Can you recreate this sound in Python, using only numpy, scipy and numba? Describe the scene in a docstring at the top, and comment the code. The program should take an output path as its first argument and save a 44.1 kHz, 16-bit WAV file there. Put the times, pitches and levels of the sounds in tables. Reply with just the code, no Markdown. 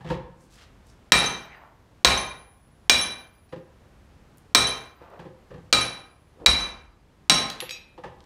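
"""In a garage, a small sledgehammer strikes a steel shaft held in a bench vise seven times.
Each blow cracks, makes the shaft and the hammer head ring, and shakes the wooden bench.
The loose vise handle clinks after it, a small steel tool hops, and feet and clothes shift in between.
The room echoes over a faint hiss. Gentle gain control and a look-ahead limiter squeeze the blows."""
import sys
import numpy as np
from scipy import signal
from scipy.fft import rfft, irfft, next_fast_len
from scipy.io import wavfile
from numba import njit

SR = 44100
rng = np.random.default_rng(int(sys.argv[2]) if len(sys.argv) > 2 else 0)


def persist_wave(psi):
    """Save psi, clipped to +-1, as 16-bit WAV."""
    counts = np.round(np.clip(psi, -1, 1) * 32767).astype(np.int16)
    wavfile.write(sys.argv[1], SR, np.atleast_2d(counts).T)


N = 363899


def hammer_blows():
    """Steel hits steel: shaft and head ring, the hit cracks and rebounds, the bench is shaken."""
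    # t/s, then level/dB of: crack, shake, thud, shaft near 1, 2.4, 3.8, 4 and over 5 kHz,
    # short head ring, long head ring
    blows = [(1.12, 1.5, 1.5, 4.5, -6.5, -8, 2, -7.5, -7, -7.5, -7),
             (2.047, -1, 0, 4.5, -5, -4.5, 0.5, -12, -9.5, -7.5, -7.5),
             (2.896, 1.5, -4, 0.5, -16, -6, -4, -6, -5, -6.5, -5.5),
             (4.548, -1, -2, 3.5, -10.5, -11, -4.5, -9.5, -7, -7, -7.5),
             (5.727, -4.5, -7, -0.5, -14.5, -16, -12, -11.5, -11.5, -15.5, -15),
             (6.461, 0.5, -2, 6, -14, -9.5, -6, -5.5, -9.5, -15, -24),
             (7.297, -1, -4, 0.5, -9.5, -21, -9, -10, -6, -15, -16)]
    shaft_hz = [807, 1062, 1249, 1314, 1438, 2369, 2394, 3797, 3880, 3933, 4075, 4410, 4800, 5530, 5584,
                6440, 8103, 8425, 10650, 13140]  # tones of shaft and vise: f/Hz
    shaft_modes = [(-17.5, 0.6), (-12, 0.5), (-13.5, 0.49), (-12, 0.26), (-17.5, 0.3), (-6, 0.46),
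                   (-9, 0.49), (-13, 0.47), (-16.5, 0.27), (0.5, 0.44), (-14, 0.12), (-19.5, 0.3),
                   (-29, 0.75), (-12, 0.32), (-11, 0.46), (-19.5, 0.35), (-12.5, 0.25), (-15.5, 0.4),
                   (-20, 0.34), (-33.5, 0.25)]  # for each tone: level/dB, base fade time/s
    group_edges = [1600, 3000, 3900, 5000]  # borders between the five shaft levels: f/Hz
    head_hz = [14490, 14530]  # tones of the hammer head: f/Hz
    head_modes = [(-47, 1.6), (-26.5, .5)]  # for each tone: level/dB, base fade time/s
    crack_colour = [(59, -49.5), (100, -13), (1910, -2), (2470, -3.5), (3120, -1.5), (3860, 2),
                    (7450, -9.5), (8460, -10.5), (9820, -21), (16000, -33.5)]  # tone colour of the hit: f/Hz, level/dB
    shake_colour = [(76, -34.5), (130, -5.5), (2360, -9), (3610, -13.5), (3990, -5), (4320, -14.5),
                    (10300, -26.5), (15100, -44), (16000, -84.5)]  # tone colour of the rattling bench: f/Hz, level/dB
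    crack, shake, thud, steel = np.zeros((4, N))
    group = np.searchsorted(group_edges, shaft_hz)
    for s, crack_db, shake_db, thud_db, *shaft_db, short_db, long_db in blows:
        add(crack, s, undb(crack_db) * burst(0.018))
        add(crack, s + 0.007, undb(crack_db - 4) * burst(0.01))  # the rebound
        add(shake, s, undb(shake_db) * burst(0.4, rise_s=0.0025))
        add(thud, s, undb(thud_db) * burst(0.3, rise_s=0.0054))
        add(steel, s, ring(shaft_hz, shaft_modes, np.array(shaft_db)[group], flutter_db=5, waver_rad=1.2))
        add(steel, s, ring(head_hz, head_modes, [long_db, short_db], flutter_db=3, waver_rad=0.3))
    shake *= flicker(N, hold=200)  # things on the bench jump and land unevenly
    clatter = undb(15.5) * shape(crack, crack_colour) + undb(5.5) * shape(shake, shake_colour)
    return steel, clatter, thud


def vise_handle():
    """The loose handle knocks in its hole with a ring and a tick."""
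    # t/s, then level/dB of: tones below 9 kHz, short tones near 10 kHz, long tone near 10 kHz
    clinks = [(1.174, -20.5, -15.5, -33.5), (1.259, -15.5, -27, -36), (2.099, -25.5, -24.5, -27.5),
              (2.1736, -17, -22.5, -12), (2.945, -27.5, -19, -30.5), (3.0111, -15, -14.5, -16.5),
              (4.5714, -15.5, -17, -34), (4.6676, -18, -20, -36), (5.809, -21, -19, -23),
              (6.4985, -25.5, -18, -36), (6.6049, -24.5, -30, -41), (7.34, -16.5, -19.5, -23.5)]
    handle_hz = [3149, 6148, 6178, 8930, 9950, 9964, 10010]  # tones of the handle: f/Hz
    handle_modes = [(-9.5, 0.36), (-8.5, 0.3), (-8, 0.37), (-19.5, 0.2), (-9.5, 0.4), (-30.5, 1.4),
                    (-11.5, 0.29)]  # for each tone: level/dB, base fade time/s
    out = np.zeros(N)
    for s, low_db, short_db, long_db in clinks:
        levels_db = [low_db] * 4 + [short_db, long_db, short_db]
        add(out, s, ring(handle_hz, handle_modes, levels_db, flutter_db=3, waver_rad=0.66))
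        add(out, s, undb(low_db - 11.5) * band(burst(0.008), 7000, 12000))
    return out


def hopping_tool():
    """A small steel tool hops on the bench top: a thin ring and a bright tick."""
    hops = [(3.491, -50, -71, -80.5), (7.5002, -5, -48, -48), (7.6031, -8.5, -56.5, -28),
            (7.6098, -15, -64.5, -62), (7.6926, -17.5, -46, -49), (7.7079, -10.5, -37, -41)]  # t/s, tick/dB, ring below 10 kHz/dB, ring above 10 kHz/dB
    tool_hz = [2406, 2568, 3881, 4102, 4770, 5577, 5889, 6595, 7784, 9442, 11010, 11800, 13500]  # tones of the tool: f/Hz
    tool_modes = [(-8.5, 0.52), (-4, 0.49), (-3.5, 0.37), (-2.5, 0.31), (-2.5, 0.33), (0.5, 0.31),
                  (-7.5, 0.26), (-1.5, 0.22), (-9, 0.21), (-20, .2), (-6.5, 0.23), (-12.5, 0.28),
                  (-22, .12)]  # for each tone: level/dB, base fade time/s
    tick_colour = [(500, -18.5), (3000, 3.5), (6000, -8), (12000, -19.5), (16000, -29)]  # f/Hz, level/dB
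    tick, chime = np.zeros((2, N))
    for s, tick_db, low_db, high_db in hops:
        levels_db = np.where(np.array(tool_hz) > 10000, high_db, low_db)
        add(chime, s, ring(tool_hz, tool_modes, levels_db, flutter_db=5.5, waver_rad=0.6))
        add(tick, s, undb(tick_db) * burst(0.013))
    return chime, shape(tick, tick_colour)


def bench(pushes):
    """The wooden bench booms: four pushes drive its lowest, deep, middle and upper tones."""
    wood_modes = [(55.5, 35, 3), (135.5, 34, -2.5), (158, 36, -1), (348, 110, -2.5), (496, 87, -1.5),
                  (850, 540, 6.5), (812, 45, -3.5), (1650, 550, 0), (2254, 1600, -11)]  # tones of the wood: f/Hz, width/Hz, level/dB
    edges_hz = [90, 240, 700]
    return sum(undb(db) * band(pushes[np.searchsorted(edges_hz, hz)], hz, width)
               for hz, width, db in wood_modes)


def bench_pushes(thud):
    """Dull bumps of feet, hands and bench join the hammer's thud to make the four pushes."""
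    bumps = [(0.006, -17, -36, -40, 0.24), (0.044, -5, -19.5, -34, 0.68), (0.1, 5.5, 0.5, -15, 0.19),
             (0.141, -7.5, -9.5, -34, 0.17), (3.524, -12, -8.5, -27.5, 0.13), (3.559, -12, -12, -36, 0.14),
             (3.85, -25.5, -34, -52, 0.13), (5.008, -26.5, -20, -43, 0.12),
             (5.191, -13, -17.5, -31.5, 0.23), (5.251, -13.5, -15, -39, 0.18),
             (5.505, -12.5, -17.5, -40.5, 0.28), (5.539, -11.5, -20, -37, 0.13),
             (5.579, -13.5, -28.5, -40.5, 0.072), (6.398, -12.5, -28, -46, 0.21),
             (7.619, -11.5, -6.5, -21, 0.1), (7.977, -25, -17, -33, 0.14), (8.036, -14.5, -13.5, -27, 0.23)]  # t/s, thud/dB, knock/dB, hard edge/dB, fade time/s
    pushes = np.array([thud, thud, undb(-11) * thud, np.zeros(N)])
    shove = undb(-9.5) * np.hanning(int(0.0021 * SR))
    for s, thud_db, knock_db, edge_db, fade_s in bumps:
        add(pushes[1], s, undb(thud_db) * shove)  # one soft shove, then some noisy drag
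        drag = burst(fade_s, rise_s=0.00088)
        for push, db in zip(pushes, [thud_db - 13.5, thud_db - 2.5, knock_db, edge_db]):
            add(push, s, undb(db) * drag)
    return pushes


def tiny_ticks():
    """Faint, bright ticks, each a very short burst of noise."""
    ticks = [(0.8684, -47, 8480), (4.3724, -46, 11430), (4.3814, -40, 8774), (5.101, -49.5, 9800),
             (5.1996, -46, 7530), (8.2045, -33, 3030), (8.2397, -42, 4850)]  # t/s, level/dB, f/Hz
    out = np.zeros(N)
    for s, db, hz in ticks:
        add(out, s, undb(db) * band(burst(0.0092), hz, hz / 1.11))
    return out


def rustle():
    """Clothes swish and shoes scuff: grainy noise that swells and fades."""
    swishes = [(0.113, -43, 1800, 2470, 0.037), (0.427, -68, 7000, 6000, 0.049),
               (0.544, -59, 4500, 7000, 0.034), (0.606, -55, 1800, 3920, 0.044),
               (0.896, -67, 5420, 5000, 0.037), (1.533, -48.5, 1950, 900, 0.04),
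               (1.598, -51, 904, 693, .09), (5.039, -52, 876, 908, 0.05), (5.141, -49, 550, 694, 0.059),
               (6.443, -44, 404, 303, 0.048)]  # middle t/s, level/dB, f/Hz, width/Hz, swell time/s
    out = np.zeros(N)
    for s, db, hz, width, swell_s in swishes:
        t = np.arange(-2 * swell_s, 2 * swell_s, 1 / SR)
        grains = flicker(SR // 2, hold=100) * rng.standard_normal(SR // 2)
        swish = unit(band(grains, hz, width))[:len(t)]
        swell = np.exp(-(t / swell_s) ** 2)
        add(out, s - 2 * swell_s, undb(db) * swell * swish)
    return out


def garage_echo(x):
    """The room smears sound into a tail of noise in which each octave fades at its own pace."""
    echo_fades = [(50, 0.9), (200, 0.51), (1000, 0.59), (4000, 0.37), (15000, 0.16)]  # f/Hz, fade time/s
    hz, fades_s = np.transpose(echo_fades)
    t = np.arange(SR) / SR
    spectrum = rfft(rng.standard_normal(SR))
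    octaves = np.log2(np.arange(SR // 2 + 1) + 1)
    tail = np.zeros(SR)
    for octave in range(4, 16):
        share = np.clip(1 - np.abs(octaves - octave), 0, 1)
        fade_s = np.interp(octave, np.log2(hz), fades_s)
        tail += irfft(spectrum * share, SR) * undb(-60 * t / fade_s)
    tail *= 1 - np.exp(-t / 0.0083)  # the echo takes a moment to build
    return signal.fftconvolve(x, tail / np.sqrt(np.sum(tail ** 2)))[:N]


def air():
    """Steady garage air and microphone hiss."""
    air_colour = [(13, -35), (22, 2.5), (64, 3.5), (356, -11), (524, -13.5), (935, -17), (1070, -17.5),
                  (12100, -41), (16000, -52)]  # f/Hz, level/dB
    return undb(-55.5) * unit(shape(rng.standard_normal(N), air_colour))


def ring(tones_hz, modes, strike_db, flutter_db, waver_rad, fade_scale=0.87):
    """Struck steel rings in fading tones; loose contacts make each flutter in level and waver in pitch."""
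    own_db, base_fades_s = np.transpose(modes)
    fades_s = base_fades_s * fade_scale
    t = np.arange(int(fades_s.max() * SR)) / SR
    wobbles = rng.standard_normal((len(tones_hz), 300))
    wobble_times = np.arange(300) * 0.022
    out = np.zeros(len(t))
    for hz, db, fade_s, wobble in zip(tones_hz, own_db + strike_db, fades_s, wobbles):
        age = t[:int(0.9 * fade_s * SR)]
        flutter = flutter_db * np.interp(age, wobble_times, wobble)
        waver = waver_rad * np.interp(age, wobble_times, wobble[::-1])
        tone = np.sin(2 * np.pi * (hz * age + wobble[-1]) + waver)
        out[:len(age)] += undb(db - 60 * age / fade_s + flutter) * tone
    return out * np.minimum(t / 0.002, 1)


def burst(fade_s, rise_s=0.00061):
    """Noise that swells quickly and dies away; a fade time is the time to drop 60 dB."""
    t = np.arange(int(fade_s * SR)) / SR
    return rng.standard_normal(len(t)) * (1 - np.exp(-t / rise_s)) * undb(-60 * t / fade_s)


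def flicker(length, hold, spread_db=3):
    """A gain that jumps to a new random value every hold samples."""
    steps = rng.standard_normal(length // hold + 1)
    return undb(spread_db * np.repeat(steps, hold)[:length])


def band(x, hz, width):
    """Keep the sound near hz by filtering it twice."""
    b, a = signal.iirpeak(hz, hz / width, fs=SR)
    return signal.lfilter(b, a, signal.lfilter(b, a, x))


def shape(x, colour):
    """Give x a tone colour from (f/Hz, level/dB) points."""
    size = next_fast_len(len(x) + 4096)
    grid_hz = np.maximum(np.arange(2049) * SR / 4096, 1)
    hz, db = np.transpose(colour)
    cepstrum = irfft(np.interp(np.log(grid_hz), np.log(hz), db) * np.log(10) / 20)
    cepstrum[1:2048] *= 2  # folded so that the filter never sounds before the hit
    cepstrum[2049:] = 0
    response = irfft(np.exp(rfft(cepstrum)))
    return irfft(rfft(x, size) * rfft(response, size), size)[:len(x)]


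def undb(db):
    """Turn decibels into a gain."""
    return 10 ** (np.asarray(db) / 20)


def unit(x):
    """Scale x to an average power of 1."""
    return x / np.sqrt(np.mean(x ** 2))


def add(out, s, x):
    """Mix x into out, starting at s seconds."""
    i = int(s * SR)
    out[i:i + len(x)] += x[:N - i]


@njit
def follow(x, attack, release):
    """Track a level, climbing fast and sinking slowly."""
    levels, level = np.empty(len(x)), 0.
    for i in range(len(x)):
        level += (x[i] - level) * (attack if x[i] > level else release)
        levels[i] = level
    return levels


def squeeze(x, top_db, ratio, attack_s, ahead, release_s=0.18):
    """Turn down what is louder than top_db, acting ahead samples early."""
    level = follow(np.abs(x), 1 / (attack_s * SR), 1 / (release_s * SR))
    gain = np.minimum(1, undb(top_db) / (level + 1e-9)) ** (1 - 1 / ratio)
    return x * np.append(gain[ahead:], np.full(ahead, gain[-1]))


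def scene():
    """Mix ringing steel, booming wood and crisp noises with the echo and the air."""
    steel, clatter, thud = hammer_blows()
    chime, tool_tick = hopping_tool()
    rings = steel + vise_handle() + chime
    wood = bench(bench_pushes(thud))
    crisp = clatter + tool_tick + tiny_ticks() + rustle()
    echo = garage_echo(undb(-7.5) * crisp + undb(-11) * (rings + wood))
    return (rings + wood + crisp + echo + air())[None]


def record(dry):
    """The microphone drops deep bass; loud peaks are squeezed and clipped, and the top treble is cut."""
    x = signal.lfilter(*signal.butter(2, 42, "high", fs=SR), dry[0])
    x = squeeze(x, top_db=-42, ratio=1.261, attack_s=0.0023, ahead=600)  # gentle gain control
    x = squeeze(x, top_db=-15.5, ratio=2.4, attack_s=0.004, ahead=60)  # limiter
    x = np.clip(undb(2.5) * x, -0.95, 0.95)
    treble_cut = signal.ellip(8, 0.2, 70, 15700, fs=SR, output="sos")
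    return np.clip(signal.sosfilt(treble_cut, x), -1, 1)[None]


dry = scene()
out = record(dry)
persist_wave(out)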